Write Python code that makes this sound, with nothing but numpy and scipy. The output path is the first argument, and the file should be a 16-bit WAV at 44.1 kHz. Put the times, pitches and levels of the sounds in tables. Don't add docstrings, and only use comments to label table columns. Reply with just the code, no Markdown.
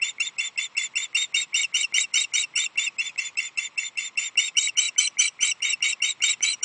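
import sys
import numpy as np
from scipy import signal
from scipy.fft import rfft, irfft
from scipy.io import wavfile
from scipy.ndimage import uniform_filter1d, minimum_filter1d

SR = 44100
rng = np.random.default_rng(int(sys.argv[2]) if len(sys.argv) > 2 else 0)


def ratio_of_db(decibels):
    return 10 ** (np.asarray(decibels, float) / 20)


def int16_out(signal):
    q = np.round(np.clip(np.atleast_2d(signal).T, -1, 1) * 32767)
    wavfile.write(sys.argv[1], SR, q.astype(np.int16))


N = 292824


def rms_one(x):
    return x / np.sqrt(np.mean(x ** 2) + 1e-20)


def at_hz(points, hz):
    points = np.array(points)
    return np.interp(np.log(hz), np.log(points[:, 0]), points[:, 1])


def drift(hz):
    r = np.exp(-2 * np.pi * hz / SR)
    return rms_one(signal.lfilter([1], [1, -2 * r, r * r], rng.standard_normal(N)))


def span(start_s, end_s):
    part = slice(max(int(start_s * SR), 0), min(int(end_s * SR), N))
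    return part, np.arange(part.start, max(part.stop, part.start)) / SR


def resonate(x, modes):
    out = 0
    for k, (hz, width_hz, level_db) in enumerate(modes):
        r = np.exp(-np.pi * 1.5 * width_hz / SR)
        section = [1, 0, -1, 1, -2 * r * np.cos(2 * np.pi * hz / SR), r * r]
        ring = rms_one(signal.sosfilt([section, section], x))
        out = out + (-1) ** k * ratio_of_db(level_db) * ring
    return rms_one(out)


# frequency in Hz, density in dB per Hz.
BREEZE_SPECTRUM = [(30, -32.5), (120, -6), (400, -7), (750, -6.5), (1100, 1.5), (1500, -5), (2500, -0.5),
                   (4000, -9), (8000, -14.5), (10000, -29)]


def breeze():
    colour = ratio_of_db(at_hz(BREEZE_SPECTRUM, np.arange(1, N // 2 + 2) * SR / N))
    noise = irfft(rfft(rng.standard_normal(N)) * colour, N)
    return ratio_of_db(-54.5 + .5 * drift(1.1)) * rms_one(noise)


def scatter(x, t60_s, delay_s):
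    t = np.arange(int(.6 * SR)) / SR
    tail = rng.standard_normal(len(t)) * ratio_of_db(-60 * t / t60_s) * (t > delay_s)
    return signal.fftconvolve(x, tail / np.sqrt(np.sum(tail ** 2)))[:N]


def snap():
    t = np.arange(N) / SR - 5
    bell = np.exp(-.5 * (t / 0.00079) ** 2)
    return ratio_of_db(-26) * bell * np.sin(2 * np.pi * 3600 * t)


# start in seconds, length in seconds, jump to the high voice
# in seconds after start, top pitch in Hz, effort in dB.
SWELLING_CHIRPS = [(0.019, 0.1, 0.024, 3670, -32), (0.202, 0.097, 0.023, 3670, -33),
                   (0.385, 0.11, 0.023, 3630, -32), (0.577, 0.1, .017, 3650, -32),
                   (0.769, 0.11, 0.02, 3620, -30.5), (0.957, 0.11, 0.022, 3688, -32),
                   (1.149, 0.11, 0.023, 3750, -29), (1.344, 0.1, 0.02, 3813, -27.5),
                   (1.544, .110, 0.023, 3820, -27), (1.743, 0.11, 0.027, 3874, -28.5),
                   (1.943, 0.109, 0.03, 3892, -26), (2.141, 0.11, 0.032, 3878, -27.5),
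                   (2.339, 0.11, 0.023, 3909, -27.5), (2.558, 0.11, 0.034, 3792, -29),
                   (2.776, 0.11, 0.018, 3707, -28.5)]
SUBDUED_CHIRPS = [
    (2.986, 0.12, .030, 3585, -35),
    (3.179, .120, .018, 3555, -33),
    (3.374, .120, 0.028, 3600, -33.5),
    (3.575, 0.11, .020, 3610, -32.5),
    (3.778, .120, 0.017, 3633, -33.5),
    (3.975, .120, .017, 3636, -33.5),
    (4.175, 0.12, .017, 3680, -31),
]
URGENT_CHIRPS = [(4.375, .120, 0.026, 3784, -29.5), (4.570, .128, .021, 3900, -27.5),
                 (4.774, 0.12, .024, 3944, -27.5), (4.981, 0.1, .023, 4079, -26.5),
                 (5.189, 0.1, 0.028, 4063, -24.5), (5.410, .113, 0.039, 3974, -25.5),
                 (5.623, 0.12, .029, 3868, -27), (5.825, 0.11, 0.022, 3870, -25),
                 (6.021, 0.11, 0.028, 3853, -27.5), (6.223, 0.12, .023, 3898, -25),
                 (6.426, 0.12, 0.021, 4111, -26.5), (6.630, .120, .023, 3996, -29.5)]
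CHIRPS = SWELLING_CHIRPS + SUBDUED_CHIRPS + URGENT_CHIRPS
USUAL_HZ, USUAL_DB = 3800, -28
GRIP, GAPE, PUSH, SLACK = 1, 2, 3, 4

# time in seconds, grip of the high voice in dB, gape of the beak in dB,
# push of the low voice in dB, slack of the pitch as a factor.
BIRD_STATE = [(0, -11.5, -0.5, 2, .9), (0.45, -9, -1, 0, 1.0), (0.85, -8, 0, -0.5, .8),
              (1.0, -9, -0.5, -1, .9), (1.2, 6.5, 1.5, 1, .6), (1.8, -4, 2.5, 2.5, 1.2),
              (2.2, 6, 4.5, -1.5, .9), (2.6, 3.5, 3, -3.5, 1.2), (2.8, -5, -1, 3.5, 1.1),
              (3.2, -22.5, -0.5, 0.5, .8), (4.25, -19.5, -0.5, 1, .7), (4.4, 1.5, 2.5, 4, 1.0),
              (5.0, -9, 5.5, 4.5, .5), (5.45, -5, 2.5, -2, 1.0), (5.7, -1.5, -1.5, -2, .9),
              (5.95, -4, 0.5, 1.5, 0.64), (6.25, 4.5, 1, 1.5, 1.2), (6.6, -4.5, 2.5, -5, .9)]


def state(column):
    table = np.transpose(BIRD_STATE)
    chirp_s = np.transpose(CHIRPS)[0] + .04
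    return np.interp(chirp_s, table[0], table[column])


def openings():
    start_s, _, jump_s, hz, _ = np.transpose(CHIRPS)
    top_hz = 0.778 * hz + 5500 * (jump_s - .022)
    first_db = -19 - 19.5 * np.abs(hz - 3798) / 1e3 + state(PUSH)
    octave_db = -27 + 28 * (hz - USUAL_HZ) / 1e3 + state(GAPE)
    return np.transpose([start_s, start_s + jump_s, 0.71 * hz, top_hz, first_db, octave_db])


# start in seconds, level in dB.
CLOSING_WHISTLES = [(1.419, -35.5), (1.634, -22), (1.832, -23), (2.035, -28.5), (2.239, -26.5),
                    (2.428, -29), (2.660, -25), (2.868, -22.5), (3.094, -32.5), (3.285, -36.5),
                    (3.479, -37), (4.480, -33), (4.684, -23.5), (4.881, -27), (5.074, -23), (5.279, -26),
                    (5.512, -22.5), (5.724, -24.5), (5.925, -24.5), (6.333, -30), (6.532, -32.5)]


def closings():
    start_s, length_s, _, hz, _ = np.transpose(CHIRPS)
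    s, db = np.transpose(CLOSING_WHISTLES)
    own = np.searchsorted(start_s, s) - 1
    over_db = db + 25
    from_hz = (0.755 + .004 * over_db) * hz[own]
    octave_db = -35 + 1.25 * over_db + 40 * (hz[own] - USUAL_HZ) / 1e3
    end_s = start_s[own] + length_s[own] - .0015
    return np.transpose([s, end_s, from_hz, 0.685 * hz[own], db, octave_db])


# share of the note, sag under top pitch as a share, fundamental in dB,
# share of the grip heard, octave in dB.
HIGH_ARCH = [(0, 0.036, -35.5, 0.5, -34.5), (.3, 0.054, -33, 0.95, -39.5), (.55, 0.018, -33, .4, -38.5),
             (.78, .001, -34.5, 0.026, -34), (1, 0.055, -39, 0.51, -40)]


def middles():
    along, sag, first_db, by_grip, octave_db = np.transpose(HIGH_ARCH)
    out, controls = [], np.transpose([state(GRIP), state(GAPE), state(SLACK)])
    for (start, length, jump, hz, effort_db), (grip_db, gape_db, slack) in zip(CHIRPS, controls):
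        yields = [s - .0015 for s, db in CLOSING_WHISTLES if s > start and db > -33]
        note_s = min([start + length - .011] + yields) - start - jump
        pitch_hz = hz * (1 - sag * (slack + 2 * (note_s - 0.079)))
        bright_db = effort_db - USUAL_DB + .6 * gape_db
        rows = [start + jump + along * note_s, pitch_hz, first_db + by_grip * grip_db, octave_db + bright_db]
        out.append(np.transpose(rows))
    return out


def rasps():
    start_s, length_s, _, _, db = np.transpose(CHIRPS)
    lead_db = -39.5 + 1.1 * (db - USUAL_DB)
    return np.transpose([start_s + length_s, lead_db, db, db - 5, db - 11.5 + state(GAPE)])


def lead_in():
    out, wobble = np.zeros(N), drift(130)
    for opening, row in zip(openings(), rasps()):
        part, t = span(opening[0] - .032, opening[0] + .004)
        t = t - opening[0]
        hz = np.interp(t, [-.032, -.012, .002], [2000, 2150, .92 * opening[2]]) * (1 + 0.013 * wobble[part])
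        swell_db = np.interp(t, [-0.019, -.025, -0.0031, -.002, .004], [-28, 1.5, -0.5, 6.5, -10])
        level_db = row[1] + swell_db + 5.5 * wobble[part]
        out[part] += ratio_of_db(level_db) * np.sin(2 * np.pi * np.cumsum(hz) / SR)
    return out


# frequency in Hz, gain in dB.
LOW_VOICE_OUTLET = [(1200, -18), (4300, -13.5), (6500, 1.5), (8200, -1.5), (8650, -9.5), (9200, -14),
                    (10000, -30)]


def low_voice(rows, shape, bend, half_db, third_db):
    out, waver, flutter = np.zeros(N), drift(100), drift(160)
    along, shape_db = np.transpose(shape)
    for start, end, start_hz, end_hz, first_db, octave_db in rows:
        part, t = span(start + along[0] * (end - start), start + along[-1] * (end - start))
        u = (t - start) / (end - start)
        glide_hz = start_hz + (end_hz - start_hz) * (u + bend * u * (1 - u))
        hz = glide_hz * (1 + 0.0032 * waver[part])
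        phase = 2 * np.pi * np.cumsum(hz) / SR
        tone = ratio_of_db(first_db) * np.sin(phase)
        tone += ratio_of_db(octave_db + 0.82 * flutter[part]) * np.sin(2 * phase)
        tone += ratio_of_db(octave_db + third_db - 11.0 * u + at_hz(LOW_VOICE_OUTLET, 3 * hz)) * np.sin(3 * phase)
        for half in (.5, 1.5, 2.5):
            line_db = octave_db + half_db + at_hz(LOW_VOICE_OUTLET, half * hz) + 7.05 * waver[part]
            tone += ratio_of_db(line_db) * np.sin(half * phase)
        out[part] += np.sqrt(2) * tone * ratio_of_db(np.interp(u, along, shape_db) + 2.08 * flutter[part])
    return out


def high_phase():
    points = []
    for rows in middles():
        points += [tuple(row[:2]) for row in rows]
        points.append((rows[-1][0] + 0.034, 0.85 * rows[-1][1]))
    s, hz = np.transpose(sorted(points, key=lambda point: point[0]))
    pitch_hz = np.interp(np.arange(N) / SR, s, hz) * (1 + 0.0037 * drift(110))
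    return 2 * np.pi * np.cumsum(pitch_hz) / SR


def high_voice(phase):
    out, flutter, shimmer = np.zeros(N), drift(140), drift(190)
    for rows in middles():
        s, _, first_db, octave_db = np.transpose(rows)
        part, t = span(s[0] - .008, s[-1] + 0.01)
        edge_db = np.interp(t, [s[0] - .008, s[0], s[-1], s[-1] + 0.028], [-35.0, 3.5, 3, -34.0])
        tone = ratio_of_db(np.interp(t, s, first_db) + 3.6 * flutter[part]) * np.sin(phase[part])
        tone += ratio_of_db(np.interp(t, s, octave_db) + 2.2 * shimmer[part]) * np.sin(2 * phase[part])
        out[part] += np.sqrt(2) * tone * ratio_of_db(edge_db)
    return out


# frequency in Hz, width in Hz, level in dB.
THROAT_MODES = [(1192, 244, -23.5), (2234, 217, -2), (2856, 360, -6.5)]
# frequency in Hz, width in Hz, level in dB.
BEAK_MODES = [(4433, 260, -1), (5980, 880, 0.5), (7130, 150, -7.5), (9140, 240, -7.5)]
# multiple of high voice, multiple of throat note, level in dB.
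MIXED_TONES = [(0, 2, -15), (2, -1, -13), (1, 1, -9.5), (0, 3, -10.5), (3, -2, -10), (1, 2, -12.5),
               (0, 4, -15.5)]


def rasp(high):
    air = rng.standard_normal(N) * ratio_of_db(1.7 * drift(100))
    waver, out = drift(70), np.zeros(N)
    knots = [ratio_of_db(7.24 * drift(89)) for _ in range(len(MIXED_TONES) + 1)]
    for opening, middle, (end, _, early_db, late_db, over_db) in zip(openings(), middles(), rasps()):
        start, jump = opening[:2]
        times = [start - .002, start + 0.0068, jump, jump + 0.019, end - .035, end - .01, end + 0.0021]
        part, t = span(times[0], times[-1])
        stretch = (middle[:, 1].max() / 3800) ** 0.66
        low = 2 * np.pi * np.cumsum(2183 * stretch * (1 + .012 * waver[part])) / SR
        throat = resonate(air[part], np.array(THROAT_MODES) * [stretch, 1, 1])
        throat = throat + ratio_of_db(-6) * knots[-1][part] * np.sin(low)
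        beak = ratio_of_db(-1.5) * resonate(air[part], BEAK_MODES)
        for (m, n, db), knot in zip(MIXED_TONES, knots):
            beak = beak + ratio_of_db(db) * knot[part] * np.sin(round(m) * high[part] + round(n) * low)
        throat_db = early_db + np.array([-27.5, -5.5, 3, -3.0, 1.5, -5.5, -15.0])
        throat_db[4:] += late_db - early_db
        beak_db = over_db + np.array([-22.5, -1.5, 7.0, 4.0, 3.0, -5, -32.5])
        out[part] += rms_one(throat) * ratio_of_db(np.interp(t, times, throat_db))
        out[part] += rms_one(beak) * ratio_of_db(np.interp(t, times, beak_db))
    return out


def scene():
    # (share of whistle, dB)
    rise = [(-.2, -41.5), (0, -4), (.2, -3.5), (.75, -3), (1, -10), (1.3, -33.5)]
    fall = [(-.3, -33.5), (0, -1), (.25, -3.5), (.6, 0), (1, -3), (1.6, -46.5)]
    bird = low_voice(openings(), rise, bend=0.19, half_db=-13, third_db=1.5)
    bird += low_voice(closings(), fall, bend=.05, half_db=-26.0, third_db=1)
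    high = high_phase()
    bird += high_voice(high) + rasp(high) + lead_in() + snap()
    nest = ratio_of_db(-5.5) * scatter(bird, t60_s=0.032, delay_s=0.00067)
    valley = ratio_of_db(-37) * scatter(bird, t60_s=0.25, delay_s=0.019)
    return (bird + nest + valley + breeze())[None]


# frequency in Hz, width in Hz, gain left as a factor.
HOUSING_DIPS = [(1665, 500, 0.55), (2423, 60, 0.49), (3123, 690, 0.86), (4720, 285, 0.22),
                (6390, 520, 0.058), (8500, 440, 0.067)]


def housing(x):
    for hz, width_hz, left in HOUSING_DIPS:
        pole, zero = np.exp(-np.pi * width_hz * np.array([1, np.clip(left, .05, 1)]) / SR)
        turn = -2 * np.cos(2 * np.pi * hz / SR)
        x = signal.lfilter([1, turn * zero, zero ** 2], [1, turn * pole, pole ** 2], x)
    return x


def thin_bands(x, quiet_db, follow, sparse_db, above_hz):
    hz, _, frames = signal.stft(x, SR, nperseg=2304, scaling="psd")
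    power = np.abs(frames) ** 2 + 1e-20
    mask = ratio_of_db(2 * quiet_db) * (power.mean(axis=1, keepdims=True) / ratio_of_db(2 * -102)) ** follow
    kept = 1 / (1 + (mask / uniform_filter1d(power, size=11, axis=1)) ** 4)
    kept /= 1 + (ratio_of_db(2 * sparse_db) * uniform_filter1d(power, size=27, axis=1) / power) ** 4
    gain = np.where(hz[:, None] > above_hz, kept, 1)
    return signal.istft(frames * gain, SR, nperseg=2304, scaling="psd")[1][:, :N]


def duck_before_attacks(x, margin_db, ahead_s, above_hz):
    high = signal.sosfiltfilt(signal.butter(4, above_hz, "high", fs=SR, output="sos"), x)
    power = uniform_filter1d(high ** 2, size=90) + 1e-14
    coming = -minimum_filter1d(-power, size=int(ahead_s * SR), origin=-int(ahead_s * SR / 2))
    kept = np.minimum(ratio_of_db(margin_db) * np.sqrt(power / coming), 1) ** 2
    return x - high * (1 - kept)


def low_pass(x):
    return signal.sosfilt(signal.butter(12, 10560, fs=SR, output="sos"), x)


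def record(dry):
    sent = thin_bands(housing(dry), quiet_db=-107, follow=0.076, sparse_db=-3.5, above_hz=2900)
    ducked = duck_before_attacks(sent, margin_db=17.5, ahead_s=.016, above_hz=3000)
    top_cut = signal.cheby2(8, 50, 11130, fs=SR, output="sos")
    return low_pass(signal.sosfilt(top_cut, ducked))


dry = scene()
out = record(dry)
int16_out(out)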